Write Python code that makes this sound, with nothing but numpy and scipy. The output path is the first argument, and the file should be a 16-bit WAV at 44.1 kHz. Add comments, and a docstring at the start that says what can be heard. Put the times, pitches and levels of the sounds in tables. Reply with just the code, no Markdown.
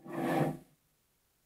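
"""Over a soft background noise, a small wooden box is tilted upright on a table, close by.
First its bottom edge starts to drag in tiny slips that ring the hollow box, and the wood grain hisses.
Then the scrape grows into a rasp, with short judders and chirps where the edge catches.
As the weight comes down, the table top drones and its frame rumbles.
Last, the stroke dies away with a faint low hum from the table and a short echo from the room."""
import sys
import numpy as np
from scipy import signal
from scipy.fft import rfft, irfft
from scipy.io import wavfile
from scipy.ndimage import uniform_filter1d

SR = 44100
rng = np.random.default_rng(int(sys.argv[2]) if len(sys.argv) > 2 else 0)


def put_to_file(sound):
    """Save the sound as 16-bit audio at rate SR, in the file named by the first command-line argument."""
    columns = np.atleast_2d(sound).T  # one column per channel
    safe = np.clip(columns, -1, 1)
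    whole_steps = np.round(safe * 32767)
    wavfile.write(sys.argv[1], SR, whole_steps.astype(np.int16))


N = 63945  # samples: 1.45 s


def amp(db):
    """Turns decibels into a number to multiply by."""
    return 10 ** (np.asarray(db) / 20)


def unit(x):
    """Scales x to an average strength (rms) of 1."""
    return x / np.sqrt(np.mean(x ** 2) + 1e-20)


def curve(points, column=1):
    """Joins the points of a time table with straight lines, giving a value at every sample."""
    rows = np.array(points)
    return np.interp(np.arange(N) / SR, rows[:, 0], rows[:, column])


def at_frequency(points, hz):
    """Looks up hz in a frequency table, blending between its rows."""
    f, value = np.transpose(points)
    return np.interp(np.log(hz + 1), np.log(f), value)


def colour(x, spectrum):
    """Shapes the lows and highs of x, at strength 1."""
    gain = amp(at_frequency(spectrum, np.fft.rfftfreq(N, 1 / SR)))
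    return unit(irfft(rfft(x) * gain, N))


def brighten(x, hz, treble_db):
    """Turns the part of x above hz up or down."""
    dull = signal.sosfiltfilt(signal.butter(2, hz, fs=SR, output="sos"), x)
    return dull + amp(treble_db) * (x - dull)


def steady(x, span_s):
    """Evens out swells longer than span_s: rubbing both feeds and calms the wood."""
    size = max(int(span_s * SR), 8)
    power = uniform_filter1d(uniform_filter1d(x ** 2, size), size)
    return x / np.sqrt(abs(power) + 1e-12)


def ring(slips, tones, span_s):
    """Slips keep the wood's own tones ringing. A fade is the time a tone takes to drop 60 dB."""
    t = np.arange(SR // 3) / SR
    out = np.zeros(N)
    for hz, db, fade_s in tones:
        ping = amp(-60 * t / fade_s) * np.sin(2 * np.pi * hz * t)
        ringing = irfft(rfft(slips) * rfft(ping, N), N)  # one ping for every slip
        out += amp(db) * steady(ringing, span_s)
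    return unit(out)


# Lows and highs of the soft background noise (f/Hz, level/dB)
BACKGROUND_COLOUR = [(20, -4), (38, -4), (52, 1), (70, -5), (100, -6), (140, -3), (220, -8), (450, -12),
                     (1000, -15.5), (2000, -17.5), (5000, -20), (11500, -18), (15500, -17.5)]
def background_hiss(level_db=-73.7, flicker_db=.9, flicker_s=.003):
    """A soft, even background noise whose treble flickers faintly."""
    flicker = unit(uniform_filter1d(rng.standard_normal(N), int(flicker_s * SR)))
    noise = colour(rng.standard_normal(N), BACKGROUND_COLOUR)
    return amp(level_db) * brighten(noise, hz=785, treble_db=flicker_db * flicker)


# How long the room's echo takes to drop 60 dB (f/Hz, fade/s)
ECHO_FADE = [(150, 0.067), (500, 0.3), (2000, 0.33), (10000, 0.23)]
def room_echo(x, level_db=-13.5):
    """The room adds a short, blurred tail; lows and highs die at their own speeds."""
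    hz, t, bands = signal.stft(rng.standard_normal(SR // 2), SR, nperseg=256)
    fade = amp(-60 * t / at_frequency(ECHO_FADE, hz)[:, None])
    tail = signal.istft(bands * fade, SR, nperseg=256)[1]
    tail[:SR // 200] = 0  # the echo starts 5 ms late
    return amp(level_db) * signal.fftconvolve(x, tail / np.linalg.norm(tail))[:N]


# How the frame's rumble swells and fades (t/s, level/dB)
RUMBLE_SWELL = [(.15, -90), (.27, -70), (.42, -64), (.5, -61), (.62, -70), (.72, -100)]
# Lows and highs of that rumble (f/Hz, level/dB)
RUMBLE_COLOUR = [(20, -10), (36, -4), (52, 2.5), (75, -6.5), (110, -11), (300, -59)]
def frame_rumble():
    """The table's frame rumbles as it takes the weight of the box."""
    noise = colour(rng.standard_normal(N), RUMBLE_COLOUR)
    return amp(curve(RUMBLE_SWELL)) * steady(noise, span_s=.04)


# How the grain's hiss swells and fades (t/s, level/dB)
HISS_SWELL = [(0, -107), (.075, -81.5), (.1, -67.5), (.2, -60.5), (.31, -53.5), (.37, -54.5), (.45, -56.5),
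              (.52, -63.5), (.59, -70.5), (.68, -75), (.8, -99)]
# Lows and highs of that hiss (f/Hz, level/dB)
HISS_COLOUR = [(1000, -8), (4000, -5.5), (6000, -10), (8000, -5), (11500, -2.5), (13500, -7), (15700, -11)]
def grain_hiss(slips, grit=0.49, flicker_db=0.84):
    """Wood fibres catch unevenly on the table and make a fine, dry hiss."""
    flicker = unit(uniform_filter1d(rng.standard_normal(N), size=300))
    hiss = colour(rng.standard_normal(N) + grit * slips, HISS_COLOUR)
    return amp(curve(HISS_SWELL) + flicker_db * flicker) * hiss


# Short runs in which the edge judders (t/s, length/s, rate/Hz, level/dB)
JUDDER_RUNS = [(.153, .042, 158, -35.5), (.2915, .039, 168, -31.5), (.406, .023, 157, -21),
               (.470, .043, 105, -31), (0.5388, .016, 155, -35), (.6135, .015, 170, -49)]
def judder_pushes(jitter_s=0.00042):
    """The edge sticks and lets go in a nearly even beat, giving one push each time."""
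    pushes = np.zeros(N)
    for start, length, rate, db in JUDDER_RUNS:
        times = np.arange(start, start + length, 1 / rate)
        jitter = jitter_s * rng.standard_normal(size=32)[:len(times)]
        pushes[np.round((times + jitter) * SR).astype(int)] = amp(db)
    return pushes


def judder_knocks(pushes, hz=216.8, decay_s=0.0072):
    """Each push gives the table a dull knock."""
    t = np.arange(SR // 20) / SR
    knock = -np.sin(2 * np.pi * hz * t) * t * amp(-60 * t / decay_s)
    return signal.fftconvolve(pushes, knock / abs(knock).max())[:N]


def edge_slips(pushes, per_s=2200, spread_db=2.5, boost_db=5, boost_s=0.0018):
    """The edge drags in tiny random slips, some larger than others, and stronger after each push."""
    size = amp(spread_db * np.minimum(rng.exponential(1, N), 4))
    age = np.arange(SR // 50) / SR / boost_s
    boost = signal.fftconvolve(pushes > 0, age * np.exp(1 - age))[:N]
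    direction = rng.choice([-1., 1.], N)
    slipping = rng.random(N) < per_s / SR
    return steady(unit(amp(boost_db * boost) * size * direction * slipping), span_s=0.041)


# Moments when the edge catches and one wooden tone sings (t/s, length/s, f/Hz, level/dB)
EDGE_CATCHES = [(.072, .046, 1153, -56), (.12, .04, 1905, -52), (.124, .03, 2420, -60),
                (.136, .04, 1153, -49), (.176, .024, 1755, -53), (.272, .008, 1905, -45),
                (.3, .045, 1755, -43), (.35, .045, 785, -37), (.39, .05, 156, -35.5),
                (.422, .018, 1755, -43), (.455, .064, 156, -39), (.7, .055, 156, -69), (.81, .15, 156, -80)]
def edge_catches(slips):
    """Brief chirps and low thuds: the edge locks on to one tone of the box or table, then lets go."""
    t, out = np.arange(N) / SR, np.zeros(N)
    for start, length, hz, db in EDGE_CATCHES:
        nearest_tone = min(BOX_TONES + TABLE_TONES, key=lambda row: abs(row[0] - hz))
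        swell = np.sin(np.pi * np.clip((t - start) / length, 0, 1))
        out += amp(db) * swell * ring(slips, [nearest_tone], span_s=0.0047)
    return out


# The tilting stroke (t/s, rub level/dB, push level/dB, rasp level/dB)
TILT_STROKE = [(0, -64, -61, -88), (.03, -60.5, -66.5, -70), (.065, -52, -51, -84), (.105, -44, -58.5, -65),
               (.14, -42.5, -69, -52), (.185, -39.5, -42, -51), (.25, -38.5, -38, -46),
               (.305, -36, -43, -44.5), (.37, -36.5, -35, -43), (.42, -36.5, -39.5, -45.5),
               (.45, -38.5, -33.5, -47), (.505, -54, -40.5, -56.5), (.52, -44.5, -51, -61),
               (.555, -55, -55, -67), (.59, -61.5, -55.5, -71), (.625, -80, -66.5, -77),
               (.645, -78.5, -67, -80), (.73, -79, -74, -81), (.78, -100, -86, -100),
               (1.0, -110, -105, -110)]
def stroke_levels():
    """How strongly the box rubs, pushes into the table and rasps at each moment."""
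    return [curve(TILT_STROKE, column) for column in (1, 2, 3)]


# Lows and highs of the fast-moving edge's rasp (f/Hz, level/dB)
RASP_COLOUR = [(600, -14.5), (1000, -5), (1450, -2.5), (1600, -14), (1730, 1), (2000, 1.5), (2300, -5),
               (2850, -5), (3400, -5), (4200, -9.5), (5500, -15), (9000, -49)]
def edge_rasp(slips, rasp_db, fade_s=0.055, ring_share=0.8, full_db=-41.5):
    """Fast slips rattle the box's many close high tones; more speed sounds brighter."""
    t = np.arange(SR // 8) / SR
    panels = rng.standard_normal(len(t)) * amp(-60 * t / fade_s)
    ringing = unit(signal.fftconvolve(slips, panels)[:N])
    rattle = steady(colour(slips + ring_share * ringing, RASP_COLOUR), span_s=0.0053)
    treble_db = 2.5 * np.clip(rasp_db - full_db, -12, 3)
    return amp(rasp_db) * brighten(rattle, hz=2716, treble_db=treble_db)


# The table top's own tones (f/Hz, level/dB, fade/s)
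TABLE_TONES = [(156, -1, .55), (183, -4.5, .35), (257.5, 0, .5), (284, -2, .4), (310, -7, .25),
               (388, -10, .3), (484, -5.5, .45), (527, -7, .4), (562, -10, .3), (608, -8, .3),
               (631, -5.5, .35), (710, -9, .3), (737, -8, .35), (785, -.5, .5)]
def table_drone(slips, push_db, gain_db=1.5, full_db=-44.5):
    """The table top drones under the dragging edge; a light push moves mostly its low tones."""
    tones = ring(slips, TABLE_TONES, span_s=.035)
    drone = brighten(tones, hz=332, treble_db=0.4 * np.minimum(push_db - full_db, 0))
    return amp(gain_db + push_db) * steady(drone, span_s=0.025)


# The hollow box's own tones (f/Hz, level/dB, fade/s)
BOX_TONES = [(337, 6, .1), (660, -10.5, .06), (835, -6.5, .05), (1035, -19, .03), (1153, -12.5, .05),
             (1275, -21, .04), (1755, -11, .05), (1905, -14.5, .035), (2270, -23, .06), (2420, -27, .04),
             (2620, -26, .05), (3265, -27, .05)]
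# Lows and highs of the edge's toneless scrape (f/Hz, level/dB)
SCRAPE_COLOUR = [(100, -28.5), (140, -27), (300, -4), (400, -2.5), (480, 2), (820, 2.5), (960, -3),
                 (1400, -13.5), (2500, -25), (5000, -49.5)]
def box_scrape(slips, rub_db, full_db=-37):
    """A light rub mostly rings the hollow box; a hard one scrapes more and sounds brighter."""
    force_db = np.clip(rub_db - full_db, -14, 4)
    scrape = amp(0.8 * force_db - 1.5) * steady(colour(slips, SCRAPE_COLOUR), span_s=0.019)
    wood = ring(slips, BOX_TONES, span_s=0.0184) + scrape
    return amp(rub_db) * brighten(wood, hz=508, treble_db=0.6 * force_db)


def thin_bass(x, cut_hz=133.5, leak_db=-25.5):
    """Small wooden panels give off almost no sound below their lowest tone."""
    hz = np.fft.rfftfreq(2 * N, 1 / SR)
    leak = amp(leak_db)
    gain = leak + (1 - leak) / (1 + (cut_hz / (hz + 1)) ** 20)
    return irfft(rfft(x, 2 * N) * gain)[:N]


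def scene():
    """One tilt of the box on the table, with the room's echo, over a soft background noise."""
    rub_db, push_db, rasp_db = stroke_levels()
    pushes = judder_pushes()
    slips = edge_slips(pushes)
    wood = box_scrape(slips, rub_db) + table_drone(slips, push_db)
    edge = edge_rasp(slips, rasp_db) + grain_hiss(slips) + edge_catches(slips) + judder_knocks(pushes)
    near = thin_bass(wood + edge)
    return (near + room_echo(near) + frame_rumble() + background_hiss())[None]


def record(dry):
    """Cuts away the very highest treble."""
    treble_cut = signal.firwin(801, cutoff=15700, window=("kaiser", 9), fs=SR)
    return signal.oaconvolve(dry, treble_cut[None], "same")


dry = scene()
out = record(dry)
put_to_file(out)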